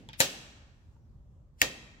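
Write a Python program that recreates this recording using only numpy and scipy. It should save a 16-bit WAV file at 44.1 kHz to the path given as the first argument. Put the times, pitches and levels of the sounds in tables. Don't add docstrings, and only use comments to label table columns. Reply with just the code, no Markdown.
import sys
import numpy as np
from scipy import signal
from scipy.fft import rfft, irfft
from scipy.io import wavfile
from scipy.ndimage import uniform_filter1d

SR = 44100
rng = np.random.default_rng(int(sys.argv[2]) if len(sys.argv) > 2 else 0)


def ratio(d):
    e = np.asarray(d, float) / 20
    return 10 ** e


def materialize(psi):
    bounded = np.clip(np.atleast_2d(psi).T, -1, 1)
    quanta = np.round(bounded * 32767).astype(np.int16)
    wavfile.write(sys.argv[1], SR, quanta)


N = 88200
LEAD_S = 0.4


def butter(x, order, hz, kind):
    return signal.sosfilt(signal.butter(order, hz, kind, fs=SR, output="sos"), x)


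def curve(rows, hz, col=1):
    rows = np.array(rows, float)
    return np.interp(np.log(np.maximum(hz, 1)), np.log(rows[:, 0]), rows[:, col])


def ring(modes, phases):
    attack_s = 0.0001
    t = np.arange(SR // 5)[:, None] / SR
    hz, db, t60_s = np.array(modes, float).T
    decay = ratio(db - 60 * t / np.maximum(t60_s, 0.002))
    wave = np.sin(2 * np.pi * hz * t + 0.79 * phases[:len(hz)]) * decay
    return wave.sum(axis=1) * np.minimum(t[:, 0] / attack_s, 1) / 3


def contact_crack(noise):
    t60_s, low_hz, high_hz = 0.0033, 1200, 11700
    burst = np.sign(noise) * ratio(-60 * np.arange(len(noise)) / SR / t60_s)
    return butter(burst, 1, [low_hz, high_hz], "band")


def knocks(size):
    # (time [s], level [dB], body [0 down stop, 1 up stop, 2 plate, 3 fingernail, 4 far tick; rounded],
    #  lag of right port [ms])
    hits = [(.0887, -32, 2, 0.26), (.0965, -40, 2, 0.37), (.104, -45.5, 3.5, .4), (.1318, -36, 3, 0.27),
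            (0.1365, -40.5, 3, .4), (0.14, -44.5, 3, .4), (0.16, -54, 3, 0.77), (0.202, -33, 0, 0.16),
            (.2037, -5, 0, 0.3), (0.204, -9.5, 0, 0.16), (0.2071, -13, 0, 0.5), (.2093, -12.5, 0, .4),
            (0.2129, -13, 0, 0.34), (.965, -59, 4, 0.068), (1.6155, -14, 1, .4), (1.6166, -1.5, 1, .4),
            (1.6174, -7, 1, 0.66), (1.618, -11.5, 1, 0.28), (1.625, -14, 1, 0.92), (1.6262, -22.5, 1, 0.44)]
    # (frequency [Hz], level [dB], t60 [s])
    down_stop = [(178, -11, 0.02), (542, -16.5, 0.11), (770, -14.5, 0.025), (930, -11.5, .03),
                 (1897, -2.5, 0.031), (2500, -4.5, .006), (3216, -4.5, .01), (4000, 0.5, 0.013),
                 (5130, -6, .006), (6770, -1.5, 0.008), (7260, -1.5, .012), (9800, -1.5, .004),
                 (11340, -1, .005), (14040, -6, .004)]
    # (frequency [Hz], level [dB], t60 [s])
    up_stop = [(101, -24.5, 0.079), (292, -29, 0.094), (518.5, -19, 0.19), (1021, -16.5, 0.017),
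               (1835, -5, 0.029), (2206, -2.5, 0.013), (2739, -4, 0.014), (3720, -17, 0.0075),
               (4650, -2, 0.0044), (6670, -10, 0.012), (7100, -3, 0.0073), (9570, -9.5, 0.0032),
               (13230, -5, 0.0054), (14300, -13, .004)]
    # (frequency [Hz], level [dB], t60 [s])
    plate = [(203, -17, 0.016), (534, -13.5, 0.028), (900, -4, .06), (1838, -10, .03), (2440, -9, 0.025),
             (3330, 5, 0.011), (3600, -8.5, .015), (5205, -10.5, 0.013), (6600, -12.5, .012),
             (12500, -20, .004)]
    # (frequency [Hz], level [dB], t60 [s])
    nail = [(850, -12, .04), (1900, -8, .025), (2496, -2.5, 0.03), (3187, -1.5, 0.022), (3700, -1, 0.026),
            (4530, -3.5, .015), (5300, -6, .02), (6800, -12.5, .01), (12000, -22.5, .004)]
    # (frequency [Hz], level [dB], t60 [s])
    far_tick = [(910, 3.5, .06), (1400, -4, .03)]
    crack_db = [
        -1,
        -4.5,
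        -16,
        -10.5,
        -40,
    ]
    soft_loss = 0.79
    bodies = (down_stop, up_stop, plate, nail, far_tick)
    out = np.zeros((2, size))
    chance = rng.standard_normal((len(hits), 400))
    for (s, db, body, lag_ms), noise in zip(hits, chance):
        body = int(round(body))
        hardest_db = max(hit[1] for hit in hits if round(hit[2]) == body)
        wave = ratio(db) * ring(bodies[body], noise)
        level_db = db + crack_db[body] + soft_loss * (db - hardest_db)
        wave[:len(noise)] += ratio(level_db) * contact_crack(noise[::-1])
        for port in (0, 1):
            at = int((s + LEAD_S + port * lag_ms / 1000) * SR)
            out[port, at:at + len(wave)] += wave
    return out


def creaks(size):
    # (snap time [s], level at the end [dB], rise [dB/ms], centre [Hz], left over right [dB])
    rubs = [
        (.2033, -33, 1.65, 8000, 17),
        (1.6153, -43, 0.8, 4000, 0.5),
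    ]
    t = np.arange(size) / SR - LEAD_S
    out = np.zeros((2, size))
    for s, db, rise, centre_hz, pan_db in rubs:
        band_hz = [centre_hz / 3, min(centre_hz * 2, 19000)]
        rub = butter(rng.standard_normal(size), 1, band_hz, "band")
        rub = rub * ratio(db + np.minimum(t - s, 0) * 1000 * rise) * (t < s)
        late = np.roll(rub, 18)
        out += np.array([rub * ratio(pan_db / 2), late * ratio(-pan_db / 2)])
    return out


def switch(size):
    # (frequency [Hz], left over right [dB])
    shadow = [(200, -.5), (2000, -.5), (6000, 0), (10500, 7), (14500, -1)]
    lean_db = curve(shadow, np.fft.rfftfreq(size, 1 / SR)) / 2
    direct = knocks(size) + creaks(size)
    return irfft(rfft(direct) * ratio(np.array([lean_db, -lean_db])), size)


def wall_snaps(size):
    # (time [s], level [dB], tilt [dB/octave], droop around 2.5 kHz [dB/octave^2])
    snaps = [
        (-.1, -21.5, -3.24, 0.15),
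        (0.0884, -29.5, -.6, 7),
        (0.1313, -26.5, -2.1, 6),
        (0.2035, -0.26, 0.85, 0.72),
        (1.6155, -4.5, -0.64, 0.92),
    ]
    f = np.fft.rfftfreq(size, 1 / SR)
    octaves = np.log2((f + 30) / 2500)
    spectrum = 0
    for s, db, tilt, droop in snaps:
        level = ratio(db + tilt * octaves - abs(droop) * octaves ** 2)
        spectrum = spectrum + level * np.exp(-2j * np.pi * f * (s + LEAD_S))
    return irfft(spectrum, size)


def diffuse_bands(size):
    ports_m, most_alike = 0.13, 0.9
    f = np.fft.rfftfreq(size, 1 / SR)
    alike = most_alike * np.sinc(2 * f * ports_m / 343)
    mid, side = rfft(rng.standard_normal((2, size)))
    mid = mid * np.sqrt((1 + alike) / 2)
    side = side * np.sqrt((1 - alike) / 2)
    pair = np.array([mid + side, mid - side])
    for step in np.arange(28):
        hz = 28 * 2 ** (step / 3)
        thirds = np.clip(3 * np.log2((f + 1) / hz), -1, 1)
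        yield hz, irfft(pair * np.cos(np.pi / 2 * thirds) ** 2, size)


def rooms():
    # (frequency [Hz], near level [dB], near t60 [s], house level [dB], house t60 [s])
    decays = [(60, -12.5, .4, -20.5, 0.96), (150, -14.5, 0.14, -13.5, 1.3), (430, -14, 0.27, -30, 1.4),
              (1200, -17.5, 0.13, -38.5, 1.376), (2580, -15, 0.15, -29.5, 0.94),
              (7400, -19.5, .18, -37, 0.83), (8600, -25.5, 0.11, -39, 0.6),
              (15000, -24.5, 0.14, -41.5, .45)]
    first_echo_s, build_s = 0.0015, 0.004
    size = int(1.6 * SR)
    t, out = np.arange(size) / SR, 0
    for hz, band in diffuse_bands(size):
        near = ratio(curve(decays, hz, 1) - 60 * t / curve(decays, hz, 2))
        house = ratio(curve(decays, hz, 3) - 60 * t / curve(decays, hz, 4))
        out = out + band * (near + house)
    return out * np.clip((t - first_echo_s) / build_s, 0, 1)


def walk(rate_hz, size):
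    k = int(SR / rate_hz)
    x = np.repeat(rng.standard_normal(size // k + 1), k)
    x = uniform_filter1d(uniform_filter1d(x, k), k)[:size]
    return x / x.std()


def rumble():
    # (frequency [Hz], density [dB/Hz])
    density = [(25, -16.5), (60, 0.5), (140, -8.5), (290, -26), (1200, -40.5), (2300, -50), (7600, -50),
               (9000, -59)]
    level_db, swell_db, flicker_db = -57.5, -1.5, 1.5
    out, swell = 0, walk(4.0, N)
    for hz, band in diffuse_bands(N):
        out = out + band * ratio(curve(density, hz) + swell_db * swell + flicker_db * walk(13, N))
    return out * ratio(level_db) / np.sqrt(np.mean(out.mean(axis=0) ** 2))


def scene():
    ring_to_room_db, bass_cut_hz = -24, 70
    lead = int(LEAD_S * SR)
    size = N + lead
    near = switch(size)
    send = wall_snaps(size) + ratio(ring_to_room_db) * butter(near[:1], 2, 1200, "high")
    echo = signal.fftconvolve(send, rooms(), axes=1)[:, :size]
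    clicks = butter(near + echo, 2, bass_cut_hz, "high")
    return clicks[:, lead:] + rumble()


def top_cut(x):
    return signal.sosfilt(signal.butter(12, 16840, fs=SR, output="sos"), x)


def record(dry):
    top_hz, hush_hz, hush_db = 15800, 1600, -5
    from_s, to_s = 0.97, 1.59
    t = np.arange(N) / SR
    dry = signal.sosfilt(signal.ellip(6, 0.5, 50, top_hz, fs=SR, output="sos"), dry)
    treble = signal.sosfiltfilt(signal.butter(2, hush_hz, "high", fs=SR, output="sos"), dry)
    hush = np.interp(t, [from_s - 0.03, from_s + 0.03, to_s - 0.01, to_s], [0, 1, 1, 0])
    hushed = dry + (ratio(hush_db * hush) - 1) * treble
    mix = np.tanh(hushed * 0.89) / 0.72
    return top_cut(mix)


dry = scene()
out = record(dry)
materialize(out)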